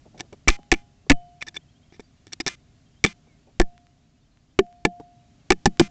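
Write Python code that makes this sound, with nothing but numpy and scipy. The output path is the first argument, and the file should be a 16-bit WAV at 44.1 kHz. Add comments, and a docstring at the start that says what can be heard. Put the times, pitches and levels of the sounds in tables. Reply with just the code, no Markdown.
"""A quiet garden, with the microphone inside a small camera on which a woodpecker hammers.
Small birds whistle far off over a low hush. Right at the microphone the bill taps, bounces, scrapes
and squeaks on the plastic housing, setting its modes ringing. Hard pecks come straight through the
shell and overload the input; after them the mount rings on faintly, and a short buzz may hang on."""
import sys
import numpy as np
from scipy import signal
from scipy.fft import rfft, irfft
from scipy.io import wavfile

SR = 44100
rng = np.random.default_rng(int(sys.argv[2]) if len(sys.argv) > 2 else 0)


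def put_to_file(sound):
    """Save the sound as 16-bit audio at rate SR, in the file named by the first command-line argument."""
    columns = np.atleast_2d(sound).T  # one column per channel
    safe = np.clip(columns, -1, 1)
    whole_steps = np.round(safe * 32767)
    wavfile.write(sys.argv[1], SR, whole_steps.astype(np.int16))


N = 260190


def from_db(db):
    """Decibels to gain."""
    return 10 ** (np.asarray(db) / 20)


def seconds(length):
    """Time axis of a sound of this length."""
    return np.arange(int(length * SR)) / SR


def add(track, s, sound):
    """Mix a sound into the track at time s."""
    start = int(round(s * SR))
    track[start:start + len(sound)] += sound[:N - start]


def at_hz(points, hz):
    """Read a spectrum of (frequency [Hz], level [dB]) points on a log-frequency axis."""
    known_hz, db = np.transpose(points)
    return np.interp(np.log(np.maximum(hz, 1)), np.log(known_hz), db)


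def noise(spectrum, size):
    """Noise with this spectrum; a flat 0 dB gives rms 1."""
    hz = np.fft.rfftfreq(size, 1 / SR)
    return irfft(rfft(rng.standard_normal(size)) * from_db(at_hz(spectrum, hz)), size)


def rms_one(x):
    """Scale to rms 1."""
    return x / np.sqrt(np.mean(x ** 2) + 1e-20)


def fade(t, t60):
    """Exponential decay, 60 dB down at t60."""
    return np.exp(-np.log(1000) * t / t60)


def mode(t, hz, t60):
    """A struck mode: a decaying sine."""
    return np.sin(2 * np.pi * hz * t) * fade(t, t60)


def whistle(pitch_hz):
    """A note that swells and fades as it follows a pitch curve."""
    return np.hanning(len(pitch_hz)) * np.sin(2 * np.pi * np.cumsum(pitch_hz) / SR)


def bursts(rows, fall_db, edge):
    """Envelope of soft-edged bursts (time [s], length [s], level [dB]), each sinking by fall_db."""
    envelope = np.zeros(N)
    for s, length, db in rows:
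        size = int(length * SR)
        sinking = from_db(db - fall_db * np.linspace(-.5, .5, size))
        add(envelope, s, signal.windows.tukey(size, edge) * sinking)
    return envelope


# spectrum of the garden ambience: (frequency [Hz], relative level [dB])
HUSH_COLOUR = [(12, -45), (20, -7.5), (156, -3.5), (195, -13), (233, -7.5), (316, -15), (359, -27),
               (397, -14.5), (439, -28), (693, -21), (870, -29.5), (2590, -31.5), (3170, -32), (7300, -34),
               (8500, -45), (11000, -76), (18700, -120)]
# its level at the microphone: (time [s], level [dB])
HUSH_LEVEL = [(0, -55.5), (.9, -58), (3.3, -57.5), (4.2, -61), (5.1, -58.5), (5.9, -53.5)]

def garden_hush():
    """A low hush all around the microphone, drifting slowly in level."""
    level_db = np.interp(np.arange(N) / SR, *np.transpose(HUSH_LEVEL))
    return rms_one(noise(HUSH_COLOUR, size=N)) * from_db(level_db)


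def twitter(count=170, db=-77.0, low_hz=2100, high_hz=4600):
    """The most distant birds blur into a faint haze of short sliding notes."""
    out, t = np.zeros(N), seconds(.05)
    for when, height, slide in rng.random((count, 3)):
        start_hz = low_hz * (high_hz / low_hz) ** height
        glide = 1 + 7 * (slide - .5) * t
        add(out, when * N / SR, from_db(db) * whistle(start_hz * glide))
    return out


# single whistles, far off: (time [s], length [s], start pitch [Hz], end pitch [Hz], level [dB])
FAR_WHISTLES = [(2.02, 0.06, 4500, 4840, -65.5), (2.844, .05, 3280, 3100, -69.5),
                (2.955, 0.039, 3030, 3290, -66.5), (3.229, 0.16, 2460, 1960, -68)]

def far_birds(count=5, song_start_s=1.60, step_s=.072, note_s=.042, rise_hz=(2960, 3450), note_db=-66):
    """Far from the microphone one bird repeats a rising note; a few single thin whistles follow."""
    out = np.zeros(N)
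    song = [(song_start_s + k * step_s, note_s, *rise_hz, note_db) for k in range(count)]
    for s, length, start_hz, end_hz, db in song + FAR_WHISTLES:
        pitch = np.linspace(start_hz, end_hz, int(length * SR))
        add(out, s, from_db(db) * whistle(pitch))
    return out


# feet on the camera, close to the microphone: (time [s], length [s], level [dB])
FOOT_BUMPS = [(.055, 0.027, -52.5), (.14, 0.13, -56), (.325, 0.023, -42.5), (.590, 0.011, -46.5),
              (1.066, .010, -49), (3.27, 0.019, -60.5), (3.47, 0.044, -60.5), (4.999, 0.016, -41)]
# their dull spectrum: (frequency [Hz], relative level [dB])
FOOT_COLOUR = [(40, -9.5), (150, 10.5), (380, 10.5), (850, 5), (1500, -24.5), (7000, -26.5)]

def feet():
    """Soft bumps as the woodpecker shifts its feet."""
    return rms_one(noise(FOOT_COLOUR, size=N)) * bursts(FOOT_BUMPS, fall_db=11.0, edge=0.073)


# a short, close buzz after some blows: (time [s], level [dB])
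BUZZES = [(.495, -39), (0.754, -59), (2.482, -43.5), (3.058, -44), (5.807, -41.5)]
# its spectrum: (frequency [Hz], relative level [dB])
BUZZ_COLOUR = [(300, -7), (900, -9), (1500, -4), (2300, 2), (3000, -4), (5500, -7), (8000, -11)]

def buzz(rate_hz=172, length_s=.074, hiss_gain=.7):
    """One rough grain repeats quickly, blurred by loose hiss."""
    grains = np.resize(noise(BUZZ_COLOUR, size=int(SR / rate_hz)), N)
    hiss = noise(BUZZ_COLOUR, size=N)
    rough = rms_one(rms_one(grains) + hiss_gain * rms_one(hiss))
    return rough * bursts([(s, length_s, db) for s, db in BUZZES], fall_db=14.5, edge=0.1)


# faint dry ticks, close by: (time [s], level before the band-pass [dB])
DRY_TICKS = [(0.632, -32), (3.779, -28), (3.869, -34), (4.373, -37.5), (4.666, -38.5), (4.727, -34.5),
             (5.001, -33.5), (5.773, -25.5)]

def ticks(band_hz=(1000, 3000)):
    """Bare clicks, too light to set the housing ringing."""
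    clicks = np.zeros(N)
    for s, db in DRY_TICKS:
        add(clicks, s, from_db([db, db]))
    return signal.sosfilt(signal.butter(1, band_hz, "band", fs=SR, output="sos"), clicks + 1e-18)


# the bill tip squeaks on the shell: (time [s], length [s], pitch [Hz], rms level [dB])
BILL_SQUEAKS = [(1.414, 0.008, 2450, -33), (1.477, 0.01, 1784, -36.5), (1.483, .009, 3580, -41),
                (1.563, 0.016, 3515, -32.5), (1.561, 0.0105, 1670, -41.5), (2.325, 0.0063, 5660, -37),
                (2.333, 0.0062, 4320, -37), (2.405, .008, 5020, -29), (3.069, .011, 3500, -35)]

def squeaks():
    """Stick and slip of the sliding tip hold one shell mode in vibration for a moment."""
    out = np.zeros(N)
    for s, length, hz, db in BILL_SQUEAKS:
        tone = np.sqrt(2) * np.sin(2 * np.pi * hz * seconds(length))
        add(out, s, from_db(db) * tone * signal.windows.tukey(len(tone), .5))
    return out


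BODY_TOP_HZ = 900   # body modes lie below, shell modes above
BANDS_HZ = (400, 1750, 2300, 5000)   # thud, knock, ring and snap of a blow
# modes of the housing around the microphone, and last the brief click of the bill tip:
# (frequency [Hz], relative level [dB], t60 [s])
HOUSING_MODES = [(178, -24, .12), (212.5, -17.5, 0.1), (308.5, -17.5, 0.066), (366.6, -0.5, 0.047),
                 (433, -11, 0.043), (802, -6, 0.024), (1135, -2.5, 0.0069), (1224, -7, 0.016),
                 (1752.4, -4, 0.026), (2107, 1.5, 0.0063), (2301, 0, 0.016), (2450, -9, .018),
                 (2794, -5.5, 0.0072), (3523, -2, 0.01), (4560, -9, 0.012), (4654, -8.5, .013),
                 (5783, -11, 0.013), (7650, -11, 0.0063), (5500, 3.5, 0.0041)]

def contact(levels_db, body_pitch, crack_db=-2.5, crack_t60=0.024, scatter_db=4, detune=.007):
    """The bill cracks on the housing and sets it ringing; where it lands decides the four band levels."""
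    t = seconds(.2)
    colour = list(zip(BANDS_HZ, levels_db))
    blow = from_db(crack_db) * noise(colour, size=len(t)) * fade(t, crack_t60)
    for k, (hz, db, t60) in enumerate(HOUSING_MODES):
        strength = from_db(at_hz(colour, hz) + db + scatter_db * rng.standard_normal())
        # body modes all move inward with the blow and shift with its load; shell modes alternate in sign
        sign, pitch = (-1, hz * body_pitch) if hz < BODY_TOP_HZ else ((-1) ** k, hz)
        pitch *= 1 + detune * rng.standard_normal()   # the pressing bill shifts each mode
        blow += sign * strength * mode(t, pitch, t60)
    return blow


# light taps, right at the microphone: the bill chatters and slides along the shell
# (time [s], length [s], thud [dB], ring [dB], snap [dB], first-to-last swell [dB], scrape [dB])
LIGHT_TAPS = [(0.1778, 0.0052, -65, -57, -55, 0, -54), (0.1928, 0.014, -38, -35.5, -39, 22, -47.5),
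              (0.329, .012, -49, -53.5, -56, -23.5, -74), (0.4757, 0.003, -22.5, -23.5, -45, -14, -43),
              (1.4097, 0.015, -59, -28.5, -40, 15, -50.5), (1.467, 0.018, -46.5, -44.5, -42, 10, -45.5),
              (1.544, .024, -45.5, -38, -43.5, 20.5, -43), (1.924, 0.04, -50.5, -50.5, -62.5, -6, -62.5),
              (1.996, 0.0089, -37.5, -46, -48, -1.5, -59), (2.269, .02, -59.5, -54.5, -53, -26, -72),
              (2.3219, 0.011, -54, -37, -38.5, 18, -50.5), (2.4019, 0.0075, -30.5, -25.5, -28, -12.5, -39),
              (2.4646, 0.015, -27, -19, -20.5, -2.5, -28)]

def taps(touches=3, brighten_db=5.5, knock_vs_ring_db=-4, body_pitch=.92):
    """Each tap is a run of touches that swells or dies, brightening as the bill lifts onto its tip."""
    out = np.zeros(N)
    for s, length, thud, ring, snap, swell_db, _ in LIGHT_TAPS:
        for along in np.linspace(0, 1, touches):
            tilt_db = brighten_db * (along - .5)
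            touch = contact((thud - tilt_db, ring + knock_vs_ring_db, ring, snap + tilt_db), body_pitch)
            add(out, s + along * length, from_db(swell_db * (along - .5)) * touch)
    return out


def scrapes(slips_per_s=2500, hiss_gain=.3, lead_s=0.002, trail_s=.012):
    """From just before each tap to just after, dense tiny slips of the bill excite the shell modes."""
    slips = (rng.random(N) < slips_per_s / SR) * rng.standard_normal(N)
    t = seconds(.05)
    shell = sum((-1) ** k * from_db(db) * mode(t, hz, t60)
                for k, (hz, db, t60) in enumerate(HOUSING_MODES) if hz > BODY_TOP_HZ)
    rasp = rms_one(signal.fftconvolve(slips, shell)[:N]) + hiss_gain * rms_one(slips)
    slides = [(s - lead_s, lead_s + length + trail_s, db) for s, length, *_, db in LIGHT_TAPS]
    return rasp * bursts(slides, fall_db=7.5, edge=.3)


# long-ringing low, middle and top modes of the camera mount: (frequency [Hz], t60 [s])
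MOUNT_MODES = [(705, .84), (818, .46), (3031, .56)]

def mount(levels_db):
    """The mount sings on like a faint tuning fork."""
    t = seconds(1)
    return sum(from_db(db) * mode(t, hz, t60) for db, (hz, t60) in zip(levels_db, MOUNT_MODES))


def shove(push, rise_s=0.0033, leak_hz=7.8):
    """The flexing shell squeezes the air inside; as it leaks away the microphone swings back."""
    t = seconds(.3)
    pulse = push * t / rise_s * np.exp(1 - t / rise_s)
    return signal.sosfilt(signal.butter(1, leak_hz, "high", fs=SR, output="sos"), pulse)


def lurch(db, hz=220, t60=0.029):
    """The camera rocks as the head pulls back: a dull, well damped swing of a few cycles."""
    return from_db(db) * mode(seconds(.1), hz, t60)


TIP_THUD_DB, TIP_KNOCK_DB = -12.5, -4   # the tip alone hardly moves the body of the camera
LANDING_DB, MOUNT_TOP_DB = -4, -69   # landing's ring and snap, and top mount mode, against the tip
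REBOUND_S, REBOUND_THUD_DB = .0155, -2   # the first rebound after landing is lighter in the bass
BOUNCE_S, BOUNCE_DB = 0.0064, -14.5   # a second, weaker bounce follows
# hard pecks, reaching the microphone through the shell:
# (time [s], skid [s], thud [dB], knock [dB], ring [dB], snap [dB], body pitch [factor],
#  signed push [full scale], relative rebound [dB], lurch [dB], low mount [dB], middle mount [dB])
HARD_PECKS = [(0.4816, 0.0052, -6, 2, 11, 4, 0.93, -0.92, -29, -20, -59, -40.5),
              (0.7167, 0.0069, -3, -3, 6, -7, 0.94, -.3, -21, -24, -57, -48),
              (1.0981, .004, 3.5, 8, 13, 2.5, 0.77, 1.55, -22, -7.5, -36.5, -64),
              (3.0404, 0.0069, -5.5, -6.5, 1.5, -4, 0.98, 0.017, -19, -25.5, -59.5, -74),
              (3.599, 0.0011, 2.5, -1.5, -7.5, -7.5, 0.95, -1.15, -22, -26, -46, -67),
              (4.5897, 0.00086, -1.5, -3.5, -4, -16.5, 1.046, -0.078, -40, -27.5, -40.5, -66),
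              (4.8509, 0.001014, 3.5, -6.5, -3.5, -10.5, 1.034, -0.03, -37, -29, -36, -60),
              (5.5042, 0.00095, 2, 0, 2, -5, 1, -0.27, -12, -15, -60.5, -61),
              (5.6569, .001, 6.5, 2, -3, -0.5, 1.007, 0.34, -33.5, -6.5, -52.5, -68),
              (5.7964, .001, 6, -2, -1, 2, 0.93, 0.19, -34, 0.5, -45.5, -76)]

def pecks(bounces=2):
    """The tip strikes and skids, the weight of the head lands, and the bill rebounds."""
    out = np.zeros(N)
    for (s, skid, thud, knock, ring, snap, pitch, push,
         rebound_db, lurch_db, mount_low, mount_middle) in HARD_PECKS:
        landing = s + skid
        rebound = landing + REBOUND_S
        add(out, s, contact((thud + TIP_THUD_DB, knock + TIP_KNOCK_DB, ring, snap), pitch))
        add(out, s, mount((mount_low, mount_middle, ring + MOUNT_TOP_DB)))
        add(out, landing, contact((thud, knock, ring + LANDING_DB, snap + LANDING_DB), pitch))
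        add(out, landing, shove(push))
        add(out, rebound, lurch(lurch_db))
        for k in range(bounces):
            bounce = contact((thud + REBOUND_THUD_DB, knock, ring, snap), pitch)
            add(out, rebound + k * BOUNCE_S, from_db(rebound_db + k * BOUNCE_DB) * bounce)
    return out


def scene():
    """One microphone: the woodpecker right on its housing, the garden and small birds beyond."""
    background = garden_hush()
    shuffling = feet()
    bill = pecks() + taps() + scrapes() + squeaks() + ticks()
    return (background + twitter() + far_birds() + shuffling + buzz() + bill)[None]


def record(dry, overload=0.43, treble_hz=8076, cutoff_hz=8995):
    """The input clips flat; the narrow band of the recorder then rounds and ripples the edges."""
    clipped = np.clip(dry, -overload, overload)
    lowpass = signal.firwin(61, treble_hz, fs=SR)
    dull = signal.fftconvolve(clipped, lowpass[None], mode="same")
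    return signal.sosfiltfilt(signal.butter(12, cutoff_hz, fs=SR, output="sos"), dull)


dry = scene()
out = record(dry)
put_to_file(out)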